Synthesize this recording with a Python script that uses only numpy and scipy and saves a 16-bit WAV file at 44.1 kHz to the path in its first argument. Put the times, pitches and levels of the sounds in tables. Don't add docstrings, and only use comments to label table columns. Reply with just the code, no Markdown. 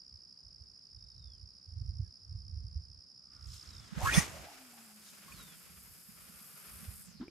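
import sys
import numpy as np
from scipy import signal
from scipy.fft import rfft, irfft, next_fast_len
from scipy.io import wavfile
from scipy.ndimage import map_coordinates

SR = 44100
rng = np.random.default_rng(int(sys.argv[2]) if len(sys.argv) > 2 else 0)


def generate_wav(sig):
    pcm = np.round(np.clip(np.atleast_2d(sig).T, -1, 1) * 32767).astype(np.int16)
    wavfile.write(sys.argv[1], SR, pcm)


N = 321914
T = np.arange(N) / SR

# time_s, pitch_hz
SWING = [(3.97, 440), (4.03, 778), (4.055, 936), (4.068, 1210), (4.11, 1790), (4.13, 2370), (4.147, 3450)]
# start_s, hold_s, level_db
SWEEPS = [(4.016, .036, -41.5), (4.064, .035, -35), (4.134, .013, -38)]
# time_s, left_lag_s
BEARING = [(4.03, 0.000056), (4.08, .00012), (4.12, 0.000099), (4.15, 0.000027)]


def rod_whistle():
    hz, = curves(SWING)
    tip = fuzzy_tone(hz, spread=.14, width=.11)
    taper = sum(fuzzy_tone(hz * ratio, spread=.22, width=.2) for ratio in (.87, 1.1, 1.36))
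    shaft = unit(taper * flicker(3, 160))
    passing = swells(SWEEPS, rise_s=.036, fall_s=.046)
    left, right = (vortex_notes() + passing * (amp(-7) * tip + amp(-2) * shaft)) * pan(-1.7)
    lag_s, = curves(BEARING)
    return np.array([map_coordinates(left, [(T - lag_s) * SR], order=3), right])


# time_s, level_db, pitch_hz, length_s
ROD_NOTES = [(4.03, -41, 750, .04), (4.067, -28.5, 1098, .026), (4.076, -32, 1300, .036),
             (4.086, -30, 1672, .036), (4.097, -29, 1449, .012), (4.1, -33, 1810, .016),
             (4.117, -34, 1880, .022), (4.133, -29, 2450, .015), (4.147, -30, 3424, .02),
             (4.174, -32, 2280, .011), (4.186, -31, 1910, .022)]


def vortex_notes():
    out, t = np.zeros(N), np.arange(-SR // 10, SR // 10) / SR
    glide_per_s = 1.2
    for (s, db, hz, length_s), phase in zip(ROD_NOTES, rng.uniform(0, 2 * np.pi, len(ROD_NOTES))):
        tone = np.sin(2 * np.pi * hz * (t + glide_per_s * t * t / 2) + phase)
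        add(out, s - .1, amp(db) * np.exp(-(2 * t / length_s) ** 2) * tone)
    return out * flicker(1.2, 250)


# start_s, hold_s, hiss_db, body_db
WHOOSHES = [(4.05, .065, -41.7, -43.5), (4.157, .027, -34.3, -32.3), (4.3, .1, -59, -53.5)]
# freq_hz, gain_db
WHOOSH_EQ = [(1000, -15), (2000, -4), (2700, -8), (4000, -12), (5500, -10), (7200, -9.5), (9300, -16),
             (10500, -18), (13000, -19.5), (15500, -47)]
# time_s, level_db, pitch_hz
DRAUGHTS = [(3.93, -36, 182), (3.978, -29.5, 168), (4.043, -26.5, 100), (4.082, -33, 120),
            (4.182, -12.5, 170)]


def whoosh():
    hiss, body = layered_swells(WHOOSHES, rise_s=.07, fall_s=.135)
    hiss = hiss * eq_noise(WHOOSH_EQ, width=.63) * flicker(1.8, 300)
    body_eq = [(150, 1), (400, 1), (650, -1.5), (950, 1.5), (1600, -5.5)]
    body = amp(-5) * body * eq_noise(body_eq, width=.6) * flicker(1.8, 120)
    draught = amp(-3.5) * thumps(DRAUGHTS, fade_cycles=1.19, left_db=-13.5)
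    return hiss + body + draught * [[-1], [1]]


# pitch_hz, bandwidth_hz, gain_db
RING_MODES = [(1890, 67, 0), (2480, 290, -11.5), (3640, 29, -20), (5330, 200, -6.5), (5880, 78, -4),
              (6200, 290, -7), (6640, 130, -13), (9000, 470, -8)]


def release():
    def resonances(f):
        return sum((-1) ** k * amp(db) * 1j * f * band / (hz * hz - f * f + 1j * f * band)
                   for k, (hz, band, db) in enumerate(RING_MODES))

    taut = swell(4.045, hold_s=.035, level_db=-52, rise_s=.04, fall_s=.05)
    freed = swell(4.15, hold_s=.042, level_db=-31.3, rise_s=.04, fall_s=.038)
    zipping = taut * fuzzy_tone(11500, spread=.16, width=.6) * pan(3)
    return zipping + freed * noise(resonances, width=.56) * pan(-1.2)


# start_s, hold_s, level_db, pitch_hz
LOOPS = [(4.325, .005, -55, 620), (4.347, .03, -54, 620), (4.456, .03, -56, 640), (4.508, .012, -57, 850)]


def loose_loops():
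    hz, = curves([(s, hz) for s, _, _, hz in LOOPS])
    bursts = swells([row[:3] for row in LOOPS], rise_s=.02, fall_s=.02)
    flaps_per_s = 65 * (1 + .25 * wobble(40))
    flapping = np.abs(sine(flaps_per_s / 2))
    return bursts * unit(flapping * fuzzy_tone(hz, spread=.3, width=.3))


# freq_hz, gain_db
SPOOL_EQ = [(3500, -13), (5500, -12.5), (7300, -1.5), (8300, -2), (10000, -1.5), (12000, -1.5),
            (13500, -5.7), (15500, -20)]
# start_s, hold_s, level_db, rise_s, fall_s
SHEENS = [(5.88, .12, -64.5, 1.2, .9), (6.45, .55, -62.5, .5, .1)]
# start_s, hold_s, level_db, rise_s, fall_s
RUBS = [(4.35, .02, -57.5, .1, .95), (5.3, .2, -64.5, 1, 1.5), (6.22, .25, -66.5, .5, .5),
        (6.62, .2, -63.5, .3, .7)]
# freq_hz, gain_db
RUB_EQ = [(250, -8), (450, -7.5), (700, -8.5), (920, -10), (1080, -5), (1380, -3), (1900, -6.5),
          (2480, -4.2), (3000, -7.5), (4000, -11.5), (4950, -7.5), (6100, -11), (7200, -12.5), (9000, -30)]
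LAUNCH_S, PULL_END_S = 4.3, 7.02
FLOWN_S = np.maximum(T - LAUNCH_S, 0)


def running_line():
    flutter = flicker(1.7, 450) * flicker(.6, 40) * flicker(.4, 7)
    spool_db = -61.6 + .8 * FLOWN_S
    running = swell(LAUNCH_S, PULL_END_S - LAUNCH_S, spool_db, rise_s=.1, fall_s=.19)
    hiss = running * eq_noise(SPOOL_EQ, width=.53) * pan(-.8)
    sheen = swells(SHEENS) * fuzzy_tone(11850, spread=.11, width=.6) * pan(6)
    rub = amp(3.8) * swells(RUBS) * eq_noise(RUB_EQ, width=.7) * flicker(1.9, 60) * flicker(.67, 11)
    fade_in = np.clip((T - LAUNCH_S) / .1 + 1, 0, 1)
    return fade_in * (flutter * (hiss + sheen + coils()) + rub + whirling_line())


def coils():
    start_hz, end_hz, sag_hz_per_s, stall_s = 11800, 3000, 470, .102
    stall = np.exp(-np.maximum(T - PULL_END_S, 0) / stall_s)
    hz = end_hz + (start_hz - end_hz - sag_hz_per_s * FLOWN_S) * stall
    hiss = swell(6.75, hold_s=.27, level_db=-56.9, rise_s=1.7, fall_s=.23)
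    chirp = swell(7.165, hold_s=.02, level_db=-65, rise_s=.1, fall_s=.03)
    return hiss * fuzzy_tone(hz, spread=.46, width=.6) + chirp * fuzzy_tone(hz, spread=.2, width=.4)


def whirling_line():
    whirr_hz = 790 - 270 * np.exp(-FLOWN_S / .15)
    whipping = swell(4.34, hold_s=.13, level_db=-62, rise_s=.06, fall_s=.6)
    whirr = whipping * fuzzy_tone(whirr_hz, spread=.4, width=.24) * flicker(3.2, 45)
    hum_hz = (160 + 174 * np.exp(-FLOWN_S / .55)) * (1 + .028 * wobble(20))
    whirling = swell(4.64, hold_s=.15, level_db=-60.5, rise_s=.45, fall_s=1.45)
    return whirr + whirling * sine(hum_hz) * flicker(2.2, 35) * pan(2.5)


# start_s, level_db, pitch_hz, t60_s
BUBBLES = [(7.2, -39, 258, 0.17), (7.211, -32, 219, 0.1), (7.228, -44.5, 338, .06),
           (7.228, -56, 990, 0.064)]


def splash():
    slap = swell(7.211, hold_s=.01, level_db=-57, rise_s=.008, fall_s=.06)
    spray = eq_noise([(600, -4), (950, 4), (1800, 0), (2400, -12), (4000, -7), (7000, -24)], width=.45)
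    return slap * spray + pings(BUBBLES, glide_per_s=8.4, attack_s=.0017, grit=.04)


# start_s, level_db
TICKS = [(3.472, -47.5), (3.9896, -38), (4.0055, -36), (4.016, -39), (4.0235, -41), (4.031, -37),
         (4.037, -38), (4.36, -43)]
# start_s, level_db, pitch_hz, t60_s
KNOCKS = [(4.443, -43, 540, .016), (5.282, -53, 1100, 0.13), (5.292, -55, 1240, .06),
          (5.322, -45, 2460, 0.038), (5.308, -55, 1080, .09), (5.395, -57, 1090, .08),
          (5.4, -55, 1415, 0.12), (5.402, -53, 3200, 0.027), (7.281, -47, 2350, 0.021),
          (7.281, -41.5, 336, 0.035)]


def tackle():
    ticks, t = np.zeros(N), np.arange(SR // 50) / SR
    for s, db in TICKS:
        add(ticks, s, amp(db - 3 - 60 * t / .0085))
    bright = eq_noise([(4000, -16), (6000, 13), (9000, 0), (12000, -9), (15000, -16)], width=.54)
    return ticks * bright + pings(KNOCKS, glide_per_s=0, attack_s=.00021, grit=.14)


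# start_s, hold_s, rustle_db, brush_db
SLIDES = [(3.33, .12, -81, -71.5), (3.478, .02, -70.5, -74), (3.53, .035, -61, -68.5),
          (3.64, .26, -68.5, -62.5), (3.972, .06, -63, -48), (5.06, .04, -64.5, -76), (5.3, .11, -69, -62)]
# freq_hz, gain_db
RUSTLE_EQ = [(1500, -23), (3500, 0.5), (6500, 2), (10000, -6.5), (14000, -14), (16000, -41)]
# freq_hz, gain_db
BRUSH_EQ = [(150, 11), (350, -3), (800, -8.5), (1300, 0), (1900, -4), (4000, -11.5)]
# start_s, hold_s, level_db, rise_s, fall_s
SCRAPES = [(3.36, .07, -71.5, .17, .75), (6.22, .3, -71.5, .3, .3), (6.62, .12, -69, .25, .35)]


def sleeve():
    rustle, brush = layered_swells(SLIDES, rise_s=.09, fall_s=.17)
    rustle = amp(5.5) * rustle * eq_noise(RUSTLE_EQ, width=.57) * pan(1.5)
    brush = brush * eq_noise(BRUSH_EQ, width=.69)
    scrape = swells(SCRAPES) * fuzzy_tone(1305, spread=.3, width=.53) * pan(4)
    return (rustle + brush) * flicker(1, 120) + scrape


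# start_s, hold_s, level_db, rise_s, fall_s
SHIFTS = [(4.3, .12, -59, .1, .1), (5.3, .5, -66.5, .4, .5), (6.15, .35, -69, .2, .3),
          (6.68, .45, -62.5, .15, .4)]
# time_s, level_db, pitch_hz
BUMPS = [(5.13, -56, 200), (5.265, -54, 190), (5.352, -53, 160), (5.44, -55, 190), (6.095, -52, 195),
         (6.3, -52, 190), (6.345, -57, 190), (6.415, -55.5, 195), (6.545, -57, 180), (6.835, -53, 190),
         (7.09, -56, 180), (7.155, -55, 200)]


def handling():
    rumble = eq_noise([(110, -14), (150, 4.5), (215, 1.5), (320, -38)], width=.9)
    shifting = swells(SHIFTS) * rumble * pan(-7) * flicker(2.5, 25)
    return shifting + thumps(BUMPS, fade_cycles=1.3, left_db=-12)


LONG_PHRASES = [.9, 1.84, 2.01, 2.11, 2.35, 2.45, 2.54, 2.71, 2.88, 2.97, 3.3, 3.39, 3.56, 3.73]
LEAD_STROKES_PER_S, SOFT_START_DB = 64.55, 4.5


def phrasing(count):
    gains = [1, 1, 0]
    while len(gains) < count:
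        longer = np.any(np.abs(np.array(LONG_PHRASES) * LEAD_STROKES_PER_S - len(gains)) < 2)
        strokes = np.arange(5 if longer else 4)
        gains += [*amp(-SOFT_START_DB / 2 ** strokes), 0]
    return np.array(gains)


def insect(strokes_per_s, start_hz, end_hz, stroke_s, overtone_db, phrased=False):
    strokes = np.abs(np.cumsum(strokes_per_s * np.ones(N)) / SR + .04 * wobble(20))
    index = strokes.astype(int)
    force, detune = rng.standard_normal((index.max() + 1, 2))[index].T
    progress = np.clip(strokes % 1 / strokes_per_s / stroke_s, 0, 1)
    hz = (start_hz + (end_hz - start_hz) * progress) * (1 + .0063 * detune)
    stress = phrasing(index.max() + 1)[index] if phrased else 1
    envelope = np.abs(np.sin(np.pi * progress ** .88)) ** 1.7 * amp(.7 * force) * stress
    return unit(envelope * (sine(hz) + amp(overtone_db) * sine(2 * hz)))


# time_s, level_db
INSECT_FADER = [(0, -56.1), (3.36, -56), (3.44, -53), (3.8, -53), (3.83, -59), (3.97, -64), (4.6, -69),
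                (6.9, -73), (7.3, -67.5)]
# time_s, strokes_per_s, gain_db
SECOND_INSECT = [(0, 67, 0.5), (.5, 52.5, 0), (1.85, 49.5, -3), (2.1, 70, -4), (2.9, 69, -4),
                 (3.36, 58, -2), (3.42, 53, -14), (4.6, 53, -7)]


def insects():
    pace, second_db = curves(SECOND_INSECT)
    lead = insect(LEAD_STROKES_PER_S, 5780, 4520, stroke_s=.0087, overtone_db=-24.5, phrased=True)
    second = insect(pace, 5520, 4440, stroke_s=.0115, overtone_db=-34)
    near = amp(-4.7) * (lead * pan(-5) + amp(second_db) * second * pan(-1.4))
    far = eq_noise([(4200, -18), (4650, -3), (5100, -1.5), (5500, -6), (6000, -19), (8000, -32),
                    (10200, -24), (11500, -36)], width=1)
    return amp(curves(INSECT_FADER)[0]) * near + amp(-66.8) * far


# start_s, level_db
CALLS = [(1.095, -72.5), (3.62, -65), (5.3, -60.5)]
# offset_s, pitch_hz
CALL_PITCH = [(0, 4960), (.079, 4020), (.135, 3720), (.222, 3400), (.32, 2800)]


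def whistling_bird():
    out = np.zeros(N)
    call = sine(curves(CALL_PITCH)[0]) * swell(.035, hold_s=.17, level_db=0, rise_s=.035, fall_s=.12)
    for s, db in CALLS:
        add(out, s, amp(db) * call[:int(CALL_PITCH[-1][0] * SR)])
    return out * flicker(2, 50)


# start_s, level_db, start_hz, end_hz
CHIPS = [(.89, -86, 4200, 3770), (1.07, -77, 4200, 3670), (1.5, -76, 3800, 4400), (1.56, -80, 4300, 3800),
         (2.04, -77, 1830, 1570)]


def small_birds():
    out, progress = np.zeros(N), np.linspace(0, 1, SR // 25)
    for s, db, start_hz, end_hz in CHIPS:
        add(out, s, amp(db) * np.sin(np.pi * progress) * sine(start_hz + (end_hz - start_hz) * progress))
    trill_hz, fall_hz, notes_per_s = 3720, 420, 46
    note = notes_per_s * T % 1
    trill = unit(np.sin(np.pi * note) ** 2 * sine(trill_hz + fall_hz * (.5 - note)) * flicker(2.5, 40))
    return out + trill * swell(1, hold_s=.19, level_db=-86, rise_s=.12, fall_s=.1)


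def hillside(call, t60_s, wet_db):
    t = np.arange(SR // 2) / SR
    tail = rng.standard_normal((2, len(t))) * amp(-60 * t / t60_s)
    echo = signal.fftconvolve(np.atleast_2d(call), tail / np.linalg.norm(tail[0]), axes=1)[:, :N]
    return call + amp(wet_db) * echo


# start_s, hold_s, level_db
GUSTS = [(.14, .02, -60), (.45, .2, -66), (.97, .08, -60), (1.18, .15, -55), (1.43, .02, -53),
         (1.76, .27, -47), (2.31, .48, -48), (2.85, .12, -60), (3.34, .08, -60), (3.47, .04, -48),
         (3.69, .12, -52.5), (4.0, .2, -42), (4.27, .13, -54), (5.34, .06, -61), (5.69, .22, -65),
         (6.1, .3, -75), (6.72, .22, -60.5), (7.1, .2, -70)]
# freq_hz, gain_db
WIND_EQ = [(25, -33), (40, -12), (57, 0.5), (86, -2), (105, -6.5), (165, -19), (220, -31.5), (300, -44.5)]
# time_s, level_db, pitch_hz
EDDIES = [(.617, -42, 80), (.975, -45, 80), (1.44, -42, 85), (1.69, -40, 80), (1.73, -37, 70),
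          (1.775, -30, 85), (1.818, -27, 100), (1.895, -25, 72), (1.965, -33, 75), (2.003, -24.5, 102),
          (2.025, -29, 90), (2.322, -32, 95), (2.357, -29, 85), (2.539, -29, 76), (2.578, -27, 80),
          (2.652, -30, 90), (2.769, -28, 68), (2.797, -30, 75), (6.889, -31, 85)]


def wind():
    strength = amp(-86.5) + swells(GUSTS, rise_s=.08, fall_s=.1)
    gusts = strength * flicker(1.8, 22) * eq_noise(WIND_EQ, width=.23) * pan(-5.5)
    return gusts + amp(-4.5) * thumps(EDDIES, fade_cycles=.84, left_db=-5.5)


# freq_hz, gain_db
AIR_EQ = [(59, -26), (100, -9.5), (176, -5), (286, -14.5), (525, -21.5), (868, -25), (1270, -23.5),
          (2520, -33), (3800, -60), (4940, -59), (8360, -120)]


def lake_air():
    hiss_eq = [(2500, 5.5), (7000, 7.5), (9000, -6.5), (12000, -12.5), (14000, -36)]
    return amp(-72) * eq_noise(AIR_EQ, width=.82) + amp(-81.5) * eq_noise(hiss_eq, width=1)


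def thumps(rows, fade_cycles, left_db):
    out, t = np.zeros(N), np.arange(-SR // 10, SR // 10) / SR
    for (s, db, hz), phase in zip(rows, rng.uniform(0, 2 * np.pi, len(rows))):
        envelope = amp(db) * np.exp(-(t * hz / fade_cycles) ** 2)
        add(out, s - .1, envelope * np.sin(2 * np.pi * hz * t + phase))
    return out * pan(left_db)


def pings(rows, glide_per_s, attack_s, grit):
    out, t = np.zeros(N), np.arange(SR // 5) / SR
    for s, db, hz, t60_s in rows:
        tone = np.sin(2 * np.pi * hz * (t + glide_per_s * t * t / 2))
        scuff = grit * rng.standard_normal(len(t)) * amp(-60 * t / .0072)
        add(out, s, amp(db - 60 * t / t60_s) * (1 - np.exp(-t / attack_s)) * (tone + scuff))
    return out


def sine(hz):
    return np.sin(2 * np.pi * np.cumsum(hz) / SR)


def fuzzy_tone(hz, spread, width):
    cycles = np.cumsum(hz * np.ones(N)) / SR
    knots, phase = cycles * spread, 2 * np.pi * cycles
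    drift = lambda: map_coordinates(rng.standard_normal(int(knots[-1]) + 4), [knots], order=2)
    mid, side = [drift() * np.cos(phase) + drift() * np.sin(phase) for _ in range(2)]
    return unit(np.array([mid + width * side, mid - width * side]))


def noise(response, width):
    mid, side = filtered(rng.standard_normal((2, N)), response)
    return unit(np.array([mid + width * side, mid - width * side]))


def eq_noise(eq, width):
    f, db = np.transpose(eq)
    edges, levels = np.log(np.r_[f[0] / 2, f, f[-1] * 2]), np.r_[db[0] - 40, db, db[-1] - 40]
    return noise(lambda hz: amp(np.interp(np.log(hz + 1), edges, levels)), width)


def filtered(x, response):
    size = next_fast_len(N + 8192)
    return irfft(rfft(x, size) * response(np.fft.rfftfreq(size, 1 / SR)), size)[..., :N]


def swell(start_s, hold_s, level_db, rise_s, fall_s):
    outside = np.maximum(start_s - T, 0) / rise_s + np.maximum(T - start_s - hold_s, 0) / fall_s
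    return amp(level_db - 20 * outside)


def swells(rows, **slopes):
    return np.sqrt(sum(swell(*row, **slopes) ** 2 for row in rows))


def layered_swells(rows, **slopes):
    return [swells([(s, hold, db[layer]) for s, hold, *db in rows], **slopes) for layer in (0, 1)]


def curves(rows):
    times, *columns = np.transpose(rows)
    return [np.interp(T, times, column) for column in columns]


def wobble(rate_hz):
    return map_coordinates(rng.standard_normal(int(N * rate_hz / SR) + 4), [T * rate_hz], order=2)


def flicker(depth_db, rate_hz):
    return amp(depth_db * wobble(rate_hz))


def amp(db):
    return 10 ** (np.asarray(db) / 20)


def unit(x):
    return x / np.sqrt(np.mean(x ** 2) + 1e-20)


def pan(left_db):
    return amp(np.array([[left_db], [-left_db]]) / 2)


def add(track, start_s, sound):
    start = round(start_s * SR)
    track[..., start:start + sound.shape[-1]] += sound[..., :N - start]


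def scene():
    birds = amp(-.5) * hillside(whistling_bird(), t60_s=.25, wet_db=-10)
    birds += amp(-1) * hillside(small_birds(), t60_s=.3, wet_db=-3)
    shore = lake_air() + wind() + insects() + birds
    cast = sleeve() + rod_whistle() + whoosh() + release() + loose_loops() + running_line()
    return shore + cast + tackle() + handling() + splash()


def record(dry):
    return filtered(dry, lambda hz: hz < 15660)


dry = scene()
out = record(dry)
generate_wav(out)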